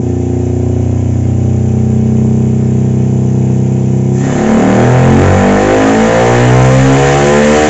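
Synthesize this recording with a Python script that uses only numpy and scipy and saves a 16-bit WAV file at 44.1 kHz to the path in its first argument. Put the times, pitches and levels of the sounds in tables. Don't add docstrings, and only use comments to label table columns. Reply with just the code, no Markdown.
import sys
import numpy as np
from scipy import signal
from scipy.fft import rfft, irfft
from scipy.io import wavfile

SR = 44100
rng = np.random.default_rng(int(sys.argv[2]) if len(sys.argv) > 2 else 0)


def bounce(signal):
    frames = np.transpose(np.atleast_2d(signal))
    limited = np.clip(frames, -1, 1)
    pcm = np.round(limited * 32767).astype(np.int16)
    wavfile.write(sys.argv[1], SR, pcm)


N = 339129
TIME = np.arange(N) / SR
FFT_SIZE = 32768
FREQS = np.maximum(np.fft.rfftfreq(FFT_SIZE, 1 / SR), 1)


def undb(db):
    return 10 ** (np.asarray(db) / 20)


def slope(points):
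    hz, db = np.transpose(points)
    return np.interp(np.log(FREQS), np.log(hz), db)


def resonances(modes):
    return sum(db / (1 + (2 * (FREQS - hz) / width) ** 2) for hz, width, db in modes)


def ring(x, response_db):
    half = FFT_SIZE // 2
    cepstrum = irfft(np.log(undb(response_db)))
    cepstrum[1:half] *= 2
    cepstrum[half + 1:] = 0
    impulse_response = irfft(np.exp(rfft(cepstrum)))[:half]
    return signal.oaconvolve(x, impulse_response)[:N]


def pulses(cycles, phase, jitter_ms, scatter_db):
    turns = np.arange(int(cycles[-1])) + phase
    chance = rng.standard_normal((len(turns), 2))
    onset_s = np.interp(turns, cycles, TIME) + chance[:, 0] * jitter_ms / 1000
    size = undb(scatter_db * chance[:, 1])
    place = np.clip(onset_s * SR, 0, N - 2)
    whole, part = place.astype(int), place % 1
    return np.bincount(whole, size * (1 - part), N) + np.bincount(whole + 1, size * part, N)


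def walls(x, wet_db, t60_s, above_hz):
    t = TIME[:SR // 2]
    build_up = 1 - np.exp(-t / 0.0095)
    tail = rng.standard_normal(len(t)) * undb(-60 * t / t60_s) * build_up
    highpass = signal.butter(2, above_hz, "high", fs=SR, output="sos")
    tail = signal.sosfilt(highpass, tail / np.linalg.norm(tail))
    return x + undb(wet_db) * signal.fftconvolve(x, tail)[:N]


# (frequency [Hz], relative level [dB])
ROLLING_SPECTRUM = [(25, -27), (100, -23.5), (400, -24.5), (800, -30), (1200, -38.5), (2500, -35.5),
                    (3300, -41), (4300, -49), (5500, -47), (7300, -43.5)]
def chain_and_roller(cycles):
    tug = undb(1.9 * np.sin(4 * np.pi * cycles))
    return ring(rng.standard_normal(N) * tug, slope(ROLLING_SPECTRUM))


# (frequency [Hz], relative level [dB])
TICK_SPECTRUM = [(300, -50.5), (1500, -24.5), (2500, -20.5), (4300, -44), (7000, -36)]
def valves(cycles, level_db, decay_s):
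    impacts = sum(pulses(cycles, phase, jitter_ms=0.3, scatter_db=2.5) for phase in (0.22, 0.56))
    envelope = signal.lfilter([1], [1, -np.exp(-1 / (decay_s * SR))], impacts)
    return undb(level_db) * ring(envelope * rng.standard_normal(N), slope(TICK_SPECTRUM))


def intake(cycles, throttle, hiss_db, centre_hz, width_hz):
    gulp = 0.5 + np.cos(np.pi * cycles) ** 2
    air = rng.standard_normal(N) * gulp * np.tanh(throttle / 0.16)
    rolloff_db = 20 * np.log10(1 + (2 * (FREQS - centre_hz) / width_hz) ** 2)
    return ring(air, hiss_db - rolloff_db)


# (frequency [Hz], relative level [dB])
GAS_SPECTRUM = [(30, -12), (120, -23.5), (450, -13.5), (900, -17), (1800, -9), (3000, -12.5), (4500, -20.5),
                (7000, -33)]
def gas_rush(cycles, strength):
    blowdown = np.exp(-(cycles % 1) / 0.28)
    return ring(rng.standard_normal(N) * blowdown * strength, slope(GAS_SPECTRUM))


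# (frequency [Hz], relative level [dB])
THUD_SPECTRUM = [(30, -42), (60, -40.5), (120, -24.5), (250, -34.5), (400, -29), (550, -45), (800, -49.5),
                 (1100, -67.5), (2000, -74.5), (5000, -84.5)]
def thud(cycles, strength):
    firings = pulses(cycles, 0, jitter_ms=0.082, scatter_db=0.7)
    return ring(firings * strength, slope(THUD_SPECTRUM))


# (frequency [Hz], relative level [dB])
BARK_SPECTRUM = [(30, -29.5), (60, -34.5), (120, -18), (250, -23.5), (480, -16), (700, -25.5), (1000, -34),
                 (1800, -35), (3000, -48.5), (5000, -78.5)]
# (frequency [Hz], bandwidth [Hz], gain [dB])
HOWL_BANDS = [(207.6, 85, -9), (295, 21, 3), (299, 49, 1.5), (377, 52, -6), (509, 37, 2), (640, 210, -3)]
def bark(hz, cycles, strength, howl_from_hz, howl_full_hz):
    firings = pulses(cycles, 0, jitter_ms=0.03, scatter_db=0.8)
    boom = ring(firings * strength, slope(BARK_SPECTRUM))
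    howl = ring(boom, resonances(HOWL_BANDS))
    share = np.clip((hz - howl_from_hz) / (howl_full_hz - howl_from_hz), 0, 1)
    return (1 - share) * boom + share * howl


# (frequency [Hz], bandwidth [Hz], gain [dB])
ROOM_MODES = [(61.83, 6.3, 16), (91.87, 8.6, 17.5), (113.2, 8.3, -12), (126.66, 30, 15.5),
              (157.7, 10.3, -19.5), (182.4, 4.44, -14), (192.8, 44.7, 17), (210.5, 1.9, -13),
              (219.9, 7.6, 13), (244.5, 15, 11), (264.8, 16.1, 18), (290.3, 7.3, -23.5),
              (309.6, 16.4, 10.5), (338, 14, -5.5), (359.7, 28.7, 8.5), (406, 9.8, -6.5), (410.6, 15, 9.5),
              (463, 16.4, 7), (515.4, 17, 6.5), (557, 34, 0), (683, 54, 3), (791, 145, 8)]
# (frequency [Hz], bandwidth [Hz], gain [dB])
PIPE_MODES = [(311, 150, 2.5), (983, 36, 7), (1214, 33, 3.5), (1690, 31, 3), (1863, 270, 5.5),
              (2157, 63, 2)]
def exhaust(hz, cycles, doublings, throttle, load_lag_s):
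    lag = np.exp(-1 / (load_lag_s * SR))
    load = signal.lfilter([1 - lag], [1, -lag], throttle)
    pulse_size = SR / (2 * hz)
    soft = pulse_size * (1 - load) * undb(-1 + 12 * doublings)
    hard = pulse_size * load * undb(-2 + 4.5 * doublings)
    flow = throttle * undb(-6 + 9 * doublings)
    source = thud(cycles, soft)
    source += bark(hz, cycles, hard, howl_from_hz=37.6, howl_full_hz=58.4)
    source += gas_rush(cycles, flow)
    return ring(source, resonances(PIPE_MODES) + resonances(ROOM_MODES))


def throttle_opening(cruise, twist_at_s, twist_takes_s):
    twist = np.clip((TIME - twist_at_s) / twist_takes_s, 0, 1)
    return cruise + (1 - cruise) * np.sin(np.pi / 2 * twist) ** 2


# (time [s], firing rate [Hz])
FIRING_RATE = [(0.0, 30.2), (0.1, 29.83), (2.25, 31.65), (4.0, 32.42), (4.15, 32.76), (4.39, 36.0),
               (4.6, 37.9), (5.35, 47.67), (5.91, 54.5), (6.83, 66.76), (7.56, 75.66), (7.69, 76.5)]
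def scene():
    hz = np.interp(TIME, *np.transpose(FIRING_RATE))
    cycles = np.cumsum(hz) / SR
    doublings = np.log2(hz / hz[0])
    throttle = throttle_opening(cruise=0.02, twist_at_s=4.097, twist_takes_s=0.16)
    bike = exhaust(hz, cycles, doublings, throttle, load_lag_s=0.36)
    machinery = valves(cycles, level_db=-4.5, decay_s=0.0012) + chain_and_roller(cycles)
    bike += machinery * undb(13 * doublings)
    bike += intake(cycles, throttle, hiss_db=-33.5, centre_hz=7440, width_hz=3300)
    return walls(bike, wet_db=3.5, t60_s=0.2, above_hz=469)[None]


# (frequency [Hz], gain [dB])
MIC_RESPONSE = [(20, -11), (60, 1.5), (4000, -4), (5700, 1), (6000, 6.5), (7450, 7), (7650, -6),
                (8200, -36.5)]
def record(dry, ceiling=0.83, knee=2.93, cutoff_hz=8250):
    coloured = ring(dry[0], slope(MIC_RESPONSE))
    clipped = coloured / (1 + np.abs(coloured / ceiling) ** knee) ** (1 / knee)
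    lowpass = signal.ellip(10, 0.1, 80, cutoff_hz, fs=SR, output="sos")
    return signal.sosfilt(lowpass, clipped)[None]


dry = scene()
out = record(dry)
bounce(out)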